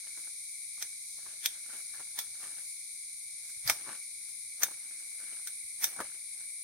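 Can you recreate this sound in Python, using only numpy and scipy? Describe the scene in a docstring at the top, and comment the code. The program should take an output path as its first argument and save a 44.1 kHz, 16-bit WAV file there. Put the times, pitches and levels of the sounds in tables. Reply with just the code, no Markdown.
"""In a garden, hand pruning shears snip side shoots off a leafy branch a few metres away.
Each cut is shaped noise: fibres crunch, the stem snaps and tears; sine waves ring for the steel blades.
Leaves rustle as crackling noise and tiny ticks; stems knock and thud as short, quickly fading noise.
All round, insects hiss as bands of noise, one with a thin whine in it, over a very faint stir of air."""
import sys
import numpy as np
from scipy import signal
from scipy.fft import rfft, irfft, next_fast_len
from scipy.io import wavfile
from scipy.ndimage import uniform_filter1d

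SR = 44100
rng = np.random.default_rng(int(sys.argv[2]) if len(sys.argv) > 2 else 0)


def digitize_waveform(pressure):
    """Quantize a signal to 16-bit integers and store it at the path in sys.argv[1].

    Rows of a 2-D input are taken as channels; values are limited to [-1, 1].
    """
    field = np.atleast_2d(pressure).T
    bounded = np.clip(field, -1, 1)
    quanta = np.round(bounded * 32767).astype(np.int16)
    wavfile.write(sys.argv[1], SR, quanta)


N = 292383
T = np.arange(N) / SR  # time of every sample, s


def amp(db):
    """Turn decibels into a gain."""
    return 10 ** (np.asarray(db) / 20)


def unit(x):
    """Scale to an average strength (rms) of 1."""
    return x / np.sqrt(np.mean(x ** 2))


def pan(db):
    """Left and right gains whose levels differ by db; positive leans left."""
    return amp(np.array([[db], [-db]]) / 2)


def above(f, hz):
    """Smooth step from 0 below a frequency to 1 above it."""
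    return 1 / (1 + (hz / f) ** 4)


def hump(f, hz, octaves):
    """Bell shape of a resonance, 1 at its centre."""
    return 1 / (1 + (np.log2(f / hz) / octaves) ** 2)


def colour(x, spectrum, extra_db=lambda f: 0):
    """Filter by a table of (frequency [Hz], level [dB]) plus an extra curve in dB; rms 1."""
    length = x.shape[-1]
    n = next_fast_len(length, True)
    f = np.fft.rfftfreq(n, 1 / SR) + 1
    hz, db = np.transpose(spectrum)
    curve_db = np.interp(np.log(f), np.log(hz), db) + extra_db(f)
    filtered = irfft(rfft(x, n) * amp(curve_db), n)
    return unit(filtered[..., :length])


def pair(length, alike_hz, grain_db=0):
    """Stereo noise, more alike in both ears below alike_hz; grain_db makes its strength uneven."""
    n = next_fast_len(length, True)
    size = 16  # samples in one grain
    grains = np.repeat(amp(grain_db * rng.exponential(size=n // size + 1)), size)[:n]
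    noise = rng.standard_normal((2, n)) * np.minimum(grains, 6)
    mid, side = rfft(noise)
    likeness = 1 - above(np.fft.rfftfreq(n, 1 / SR) + 1, alike_hz)
    mid = mid * np.sqrt(1 + likeness)
    side = side * np.sqrt(1 - 0.85 * likeness)
    return irfft(np.array([mid + side, mid - side]), n)[:, :length]


def walk(rate):
    """Smoothly wandering random level, with about rate new values a second; rms 1."""
    hold = int(SR / rate)
    steps = np.repeat(rng.standard_normal(N // hold + 1), hold)
    smooth = uniform_filter1d(uniform_filter1d(steps, hold), hold)
    return unit(smooth[:N])


def swell(t, rise, decay):
    """Exponential growth up to time 0, then exponential decay (both in s)."""
    return np.exp(np.minimum(t / rise, -t / decay))


def event_time(size=16384):
    """Time axis in s, with 0 at the middle of a short event."""
    return (np.arange(size) - size // 2) / SR


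def add(out, s, x):
    """Mix in a sound whose middle falls at time s."""
    start = int(s * SR) - x.shape[1] // 2
    first, last = max(start, 0), min(start + x.shape[1], N)
    out[:, first:last] += x[:, first - start:last - start]


# Tone of the faint stir of air: (frequency [Hz], level [dB])
AIR_TONE = [(20, -31.5), (45, -6.5), (75, 4.5), (130, 2), (300, -8), (700, -17), (1500, -29), (3000, -19),
            (15000, -21.5)]


def stir_of_air():
    """Air moves as very faint, mostly low noise whose level wanders a little."""
    return colour(pair(N, 1200), AIR_TONE) * amp(-79.5 + 0.91 * walk(5.6))


BUZZ_DB, HISS_DB, SHRILL_DB = -57.5, -52.1, -44.5  # middle levels of the three choirs
BUZZ_DRIFT_DB, HISS_DRIFT_DB, SHRILL_DRIFT_DB = 1.04, -0.14, 0.56  # each choir drifts by itself
DRIFT_PER_S = 3
HISS_FADE_DB_PER_S, SHRILL_RISE_DB_PER_S = 0.37, 0.17  # the hiss sinks as the shrill choir builds
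PULSE_HZ, WHINE_HZ = 113, 2267  # beat of the sound organs, and the note of the nearest insect
# Tone of the narrow, pulsing choir: (frequency [Hz], level [dB])
BUZZ_TONE = [(1700, -45.5), (1920, -17.5), (2080, -3), (2250, 4), (2400, -4.5), (2540, -14.5),
             (2700, -65.5)]
# Tone of the broad, hissing choir: (frequency [Hz], level [dB])
HISS_TONE = [(2700, -54.5), (3050, -22), (3500, -6.5), (4000, 2), (5100, -2), (5800, 1.5), (6500, 1.5),
             (7400, -4), (9000, -10), (12000, -12), (13500, -8.5), (15700, -42.5)]
# Tone of the shrill choir in the left ear: (frequency [Hz], level [dB])
SHRILL_LEFT_TONE = [(7000, -39), (8000, -34.5), (8600, -6.5), (9200, 2.5), (9900, -1.5), (10700, -12),
                    (11600, -17.5), (13000, -32)]
# Tone of the shrill choir in the right ear: (frequency [Hz], level [dB])
SHRILL_RIGHT_TONE = [(7000, -37), (7900, -5.5), (8450, 0.5), (9050, 5), (9700, -10), (10500, -3.5),
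                     (11400, -23), (13000, -31.5)]


def insects():
    """Many small sound organs blur into noise: a pulsing buzz with a whine, a hiss and a shrill band."""
    from_middle = T - T.mean()
    buzz_db = BUZZ_DB + BUZZ_DRIFT_DB * walk(DRIFT_PER_S)
    hiss_db = HISS_DB + HISS_DRIFT_DB * walk(DRIFT_PER_S) - HISS_FADE_DB_PER_S * from_middle
    shrill_db = SHRILL_DB + SHRILL_DRIFT_DB * walk(DRIFT_PER_S) + SHRILL_RISE_DB_PER_S * from_middle

    # beat and whine waver slightly in speed and pitch
    beat = np.cos(2 * np.pi * np.cumsum(PULSE_HZ + 0.12 * walk(3)) / SR)
    whine = np.sin(2 * np.pi * np.cumsum(WHINE_HZ + 3 * walk(25)) / SR)
    whine = whine * amp(-6 + 2 * walk(7))

    buzz = (colour(pair(N, 1560), BUZZ_TONE) + whine) * (1 + 0.18 * beat)
    buzz = buzz * amp(buzz_db + 0.44 * walk(15)) * pan(2.6)
    hiss = colour(pair(N, 1300), HISS_TONE) * amp(hiss_db + 0.28 * walk(10)) * pan(-2.2)
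    left = colour(rng.standard_normal(N), SHRILL_LEFT_TONE) * amp(3.0 + 0.5 * walk(6.5))
    right = colour(rng.standard_normal(N), SHRILL_RIGHT_TONE) * amp(-1.0 + 0.5 * walk(8.2))
    shrill = np.array([left, right]) * (1 + 0.055 * beat) * amp(shrill_db)
    return buzz + hiss + shrill


# every cut shakes the leaves: delay, level relative to the cut, growth and dying away
SHAKE_LAG_S, SHAKE_DB, SHAKE_RISE_S, SHAKE_DECAY_S = 0.028, -33.5, 0.025, 0.06
LEAF_REST_DB = -85.5  # the leaves never lie quite still
# Pulls on the leafy branch: (time [s], strength of leaf motion [dB], rise [s], decay [s])
BRANCH_PULLS = [(.07, -63, 0.046, 0.06), (.21, -63.5, 0.062, 0.092), (1.265, -56, 0.045, 0.095),
                (1.73, -54.5, 0.051, 0.078), (1.99, -58, .03, 0.06), (2.44, -51.5, 0.039, 0.057),
                (2.59, -56.5, 0.074, 0.03), (3.46, -68.5, 0.11, 0.075), (3.93, -49.5, 0.098, 0.044),
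                (4.3, -69, 0.063, 0.085), (4.85, -64, 0.11, 0.32), (5.23, -59, 0.031, 0.065),
                (5.33, -58, 0.037, 0.053), (6.02, -53, .04, 0.087), (6.41, -63.5, 0.053, 0.037)]
# Cuts of the shears, which also shake the leaves; crack, crunch and scatter are relative to the tearing:
# (time [s], tearing level [dB], tearing decay [s], first crack [dB], crunch [dB], foliage scatter [dB],
#  woody lows [dB], bright top [dB], blade ring strength [dB], stem resonance [Hz],
#  resonance strength [dB], left minus right [dB])
SHEAR_CUTS = [(0.8244, -29.5, 0.0052, -0.5, -9.5, -13.5, -3.5, -5.5, -23, 5900, 3.3, -0.5),
              (1.459, -21.5, 0.0042, 4.5, -9.5, -13.5, -11, -3.5, -4.5, 3400, 9.2, 0),
              (2.188, -24, 0.0033, -12, -14.5, -11, 1.5, 0.5, -16, 3500, 7, 0),
              (3.6759, -27.5, 0.0074, 3, -7.5, -8, -11, 3, -5, 4760, 13, -1),
              (3.6975, -19, 0.0056, 3, -11, -10, 10, 0, -6, 5370, 5.2, -1),
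              (4.6205, -33, 0.012, -12, -32, -16, 5, -7, -24, 1980, 2.7, 2),
              (4.6322, -17, 0.0065, -6, -15, -15, 7, 6, -10.5, 6220, 7.1, 1),
              (5.4719, -33.5, 0.0066, -1, -17, -11.5, -7.5, 0.5, -7, 1500, 15.3, 0.5),
              (5.8413, -17.5, 0.0044, -3.5, -8.5, -12, 0.5, 5.5, -7, 5800, 6.5, 0)]


def leaf_motion():
    """Each pull on the branch swells and dies away; each cut shakes the leaves by its own strength."""
    power = amp(LEAF_REST_DB) ** 2
    for s, db, rise, decay in BRANCH_PULLS:
        power = power + (amp(db) * swell(T - s, rise, decay)) ** 2
    for s, db, *_ in SHEAR_CUTS:
        shake = swell(T - s - SHAKE_LAG_S, SHAKE_RISE_S, SHAKE_DECAY_S)
        power = power + (amp(db + SHAKE_DB) * shake) ** 2
    return np.sqrt(power)


TICKS_PER_S, TICK_DECAY_S, TICK_DB, TICK_HZ = 45, 0.0031, -5, 1560  # flicking leaf stalks
# Tone of leaves, for ticks and crackles: (frequency [Hz], level [dB])
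LEAF_TONE = [(60, -11.5), (140, -5), (300, -6), (600, -3), (1000, -6), (1550, 1), (2700, -2), (5000, -3.5),
             (12000, -10.5), (15800, -18)]


def leaf_ticks():
    """Stalks catch and let go at random, each with a short dry tick of its own size; rms 1."""
    sizes = amp(4.6 * np.clip(rng.standard_normal(N), -2, 2))
    flicks = (rng.random(N) < TICKS_PER_S / SR) * sizes
    fading = signal.lfilter([1], [1, -np.exp(-1 / (TICK_DECAY_S * SR))], flicks)
    return colour(pair(N, 2500) * fading, LEAF_TONE, lambda f: 7 * hump(f, TICK_HZ, 0.44))


# Leaves brushing lightly past each other: (time [s], level [dB], swell time [s])
LEAF_BRUSHES = [(.2, -53, 0.099), (1.1, -53, .15), (1.78, -51, 0.16), (2.43, -50, .05), (2.68, -50, 0.11),
                (3.5, -49, .06), (4.3, -54.5, .07), (5.1, -53, .09)]
# Light, bright tone of brushing leaf faces: (frequency [Hz], level [dB])
BRUSH_TONE = [(2500, -26), (4500, 0.5), (7500, 4.5), (11500, 5.5), (13500, -8.5), (15800, -9)]


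def rustle():
    """Leaves slide over each other in fits of tiny crackles, with a light sheen where faces brush."""
    # different leaves take turns, so low, middle and upper crackles flicker separately
    crackle = 0
    for hz in (300, 800, 1600):
        leaf = colour(pair(N, 2150, grain_db=2.0), LEAF_TONE, lambda f: 10 * hump(f, hz, 0.49))
        crackle = crackle + leaf * amp(-8.5 + 4.0 * walk(80))
    moving = (crackle + amp(TICK_DB) * leaf_ticks()) * leaf_motion()
    brushing = sum(amp(db) * swell(T - s, width, width) for s, db, width in LEAF_BRUSHES)
    return moving + colour(pair(N, 1500), BRUSH_TONE) * brushing


# Stems and leaves knocking, levels before a shared 2 dB lift:
# (time [s], level [dB], rise [s], decay [s], treble [dB], hollow resonance [Hz])
STEM_KNOCKS = [(0.175, -60.5, .006, 0.019, 6, 333), (0.275, -58.5, 0.0037, 0.007, 8, 1440),
               (0.781, -60, 0.0038, 0.0048, 5, 1240), (1.191, -58, 0.0075, 0.0028, 7, 647),
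               (1.262, -58, 0.0035, 0.0096, -9, 1660), (1.703, -54, .004, 0.013, 13, 1450),
               (1.738, -58.5, 0.0073, 0.016, -3, 325), (1.941, -54.5, 0.006, 0.025, 14.5, 1700),
               (2.004, -50, 0.0049, 0.0087, 7, 785), (2.405, -58, .004, .008, 14, 1400),
               (2.443, -57.5, 0.021, 0.03, 1, 1180), (3.495, -63.5, 0.0017, 0.017, 15, 1560),
               (3.891, -48.5, 0.022, 0.03, -5, 1130), (4.685, -51, 0.003, 0.0047, 0, 830),
               (4.716, -54, 0.0045, 0.0061, -11, 296), (5.201, -57.5, .003, 0.043, 18, 1510),
               (5.394, -60, .002, 0.0069, 3, 1500), (5.968, -56.5, 0.0086, 0.029, -7, 784),
               (5.993, -44.5, 0.008, 0.0088, -3, 1510), (6.0031, -33.5, 0.0006, 0.012, 4.5, 543),
               (6.012, -44, 0.0034, 0.009, 4, 231)]
# Shared tone of the knocks: (frequency [Hz], level [dB])
KNOCK_TONE = [(60, -37), (130, -4), (220, 0), (550, -2), (800, 0.5), (1100, 3.5), (1650, 3), (2600, -19),
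              (5000, -17), (10000, -19), (15800, -20.5)]


def knocks():
    """Stems and leaves knock softly: quickly damped noise, each blow with its own hollow note."""
    out, t = np.zeros((2, N)), event_time()
    for s, db, rise, decay, treble_db, hollow_hz in STEM_KNOCKS:
        tone = lambda f: treble_db * above(f, 2000) + 8 * hump(f, hollow_hz, 0.14)
        noise = colour(pair(len(t), 2500, grain_db=1.5), KNOCK_TONE, tone)
        add(out, s, amp(db + 2.0) * noise * swell(t, rise, decay))
    return out


def stem_ripple(spacing_hz, depth_db):
    """Every stem has its own irregular peaks and dips; returns dB as a function of frequency."""
    hz = np.arange(0, SR / 2, spacing_hz)
    db = depth_db * rng.standard_normal(len(hz))
    return lambda f: np.interp(f, hz, db)


# Ringing notes of the steel shears, varied a little on every cut:
# (frequency [Hz], level [dB], time to fall by 60 dB [s])
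BLADE_NOTES = [(1738, 4, 0.045), (2000, -8, 0.068), (3306, -18.5, 0.15), (3677, 5.5, 0.1), (4570, -32, .08),
               (5270, -14, 0.072), (5560, -30, 0.065), (5900, 8.5, 0.047), (6400, -3, 0.059),
               (8980, -9, 0.036), (11700, -7, .04), (13700, -6, 0.043), (15900, -16, 0.024)]


def blade_ring(t):
    """Steel rings as fading sine waves; their pitches and levels shift a little on every cut."""
    hz, db, t60 = np.transpose(BLADE_NOTES)[:, :, None]
    hz = hz * (1 + 0.0052 * rng.standard_normal(hz.shape))
    size = amp(db + 0.9 * rng.standard_normal((2, len(hz), 1)))  # separate for each ear
    phase = rng.uniform(0, 2 * np.pi, size.shape)
    fading = np.exp(-np.log(1000) * abs(t) / t60)
    notes = size * np.sin(2 * np.pi * hz * t + phase) * fading
    return notes.sum(axis=1) * (t > 0)


# Tone of a stem breaking between the blades: (frequency [Hz], level [dB])
SNAP_TONE = [(100, -29), (250, -18), (450, -20.5), (850, -6.5), (1200, -10.5), (1900, -1), (2300, 2),
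             (2750, -10.5), (3500, -1), (4500, -1), (5500, 2.5), (6300, 5.5), (7000, -7.5), (8300, 2.5),
             (10200, -3.5), (12500, 2), (15800, -4)]


def cuts():
    """Fibres crunch ever harder, the stem cracks and tears, and nearby foliage scatters the snap."""
    out, t = np.zeros((2, N)), event_time()
    for (s, db, decay, crack_db, crunch_db, scatter_db, wood_db, top_db,
         ring_db, stem_hz, stem_db, pan_db) in SHEAR_CUTS:
        ripple = stem_ripple(200, 2.2)
        # the stem's main resonance stands between two troughs
        note = lambda f: stem_db * (1.58 * hump(f, stem_hz, 0.13) - 0.54 * hump(f, stem_hz, 0.35))
        balance = lambda f: wood_db * (1 - above(f, 1470)) + top_db * above(f, 9600)
        tone = lambda f: balance(f) + note(f) + ripple(f)

        # the crunch is duller, with half the stem's note
        crunch_tone = lambda f: tone(f) - 0.5 * note(f) - 6 * above(f, 3300)
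        fibres = colour(pair(len(t), 2800, grain_db=0.5), SNAP_TONE, crunch_tone)
        crunch = fibres * amp(crunch_db) * swell(t, 0.014, 0.0012)

        # the first crack is almost instant; the last fibres tear over a few milliseconds
        crack = amp(crack_db) * swell(t - 0.0003, 0.00012, 0.0011)
        tearing = swell(t - 0.0012, 0.0004, decay)
        snap = colour(pair(len(t), 2800, grain_db=0.5), SNAP_TONE, tone) * (crack + tearing)

        # an early scatter, then a weaker and longer one
        spread = swell(t - 0.004, 0.00039, 0.012) + amp(-9.5) * swell(t - 0.01, 0.0024, 0.045)
        scatter = colour(pair(len(t), 2140, grain_db=-0.4), SNAP_TONE, tone) * spread * amp(scatter_db)

        ring = amp(ring_db - 14.0) * blade_ring(t)
        add(out, s, amp(db) * pan(pan_db) * (crunch + snap + scatter + ring))
    return out


# Dull thuds as the branch is pulled about: (time [s], level [dB], rise [s], decay [s])
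BRANCH_THUDS = [(2.32, -71, 0.024, 0.018), (3.574, -65, 0.011, 0.019), (3.662, -51.5, 0.011, 0.016),
                (3.705, -57, .01, 0.023), (5.65, -68.5, 0.016, 0.013), (6.016, -74, .01, 0.052)]
# Low tone of the thuds: (frequency [Hz], level [dB])
THUD_TONE = [(20, -23), (40, -13), (65, 2), (95, -3.5), (140, -7.5), (400, -54)]


def thuds():
    """The pulled branch thuds faintly: short swells of low noise, heavier on the right."""
    out, t = np.zeros((2, N)), event_time()
    for s, db, rise, decay in BRANCH_THUDS:
        noise = colour(pair(len(t), 75), THUD_TONE)
        add(out, s, amp(db) * pan(-10.5) * noise * swell(t, rise, decay))
    return out


GROUND_LAG_S = 0.00345  # how much later the bounce arrives
GROUND_SHARE, GROUND_HZ = 0.12, 2640  # strength of the bounce, and where the grass starts to absorb


def ground(x):
    """A late, duller copy bounces off the soil; the left ear lags, as the work lies slightly right."""
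    dull = signal.sosfilt(signal.butter(1, GROUND_HZ, fs=SR, output="sos"), x)
    left, right = x + GROUND_SHARE * np.roll(dull, int(GROUND_LAG_S * SR), axis=1)
    return np.array([np.roll(left, 2), right])  # lag in samples


def scene():
    """Shears and foliage over the insects and a very faint stir of air."""
    background = stir_of_air() + insects()
    work = ground(rustle() + knocks() + cuts())
    return background + work + thuds()


TOP_HZ = 15850  # upper limit of the sound


def record(dry):
    """The recorder steeply cuts everything above its upper limit."""
    return signal.sosfilt(signal.ellip(10, 0.1, 70, TOP_HZ, fs=SR, output="sos"), dry, axis=-1)


dry = scene()
out = record(dry)
digitize_waveform(out)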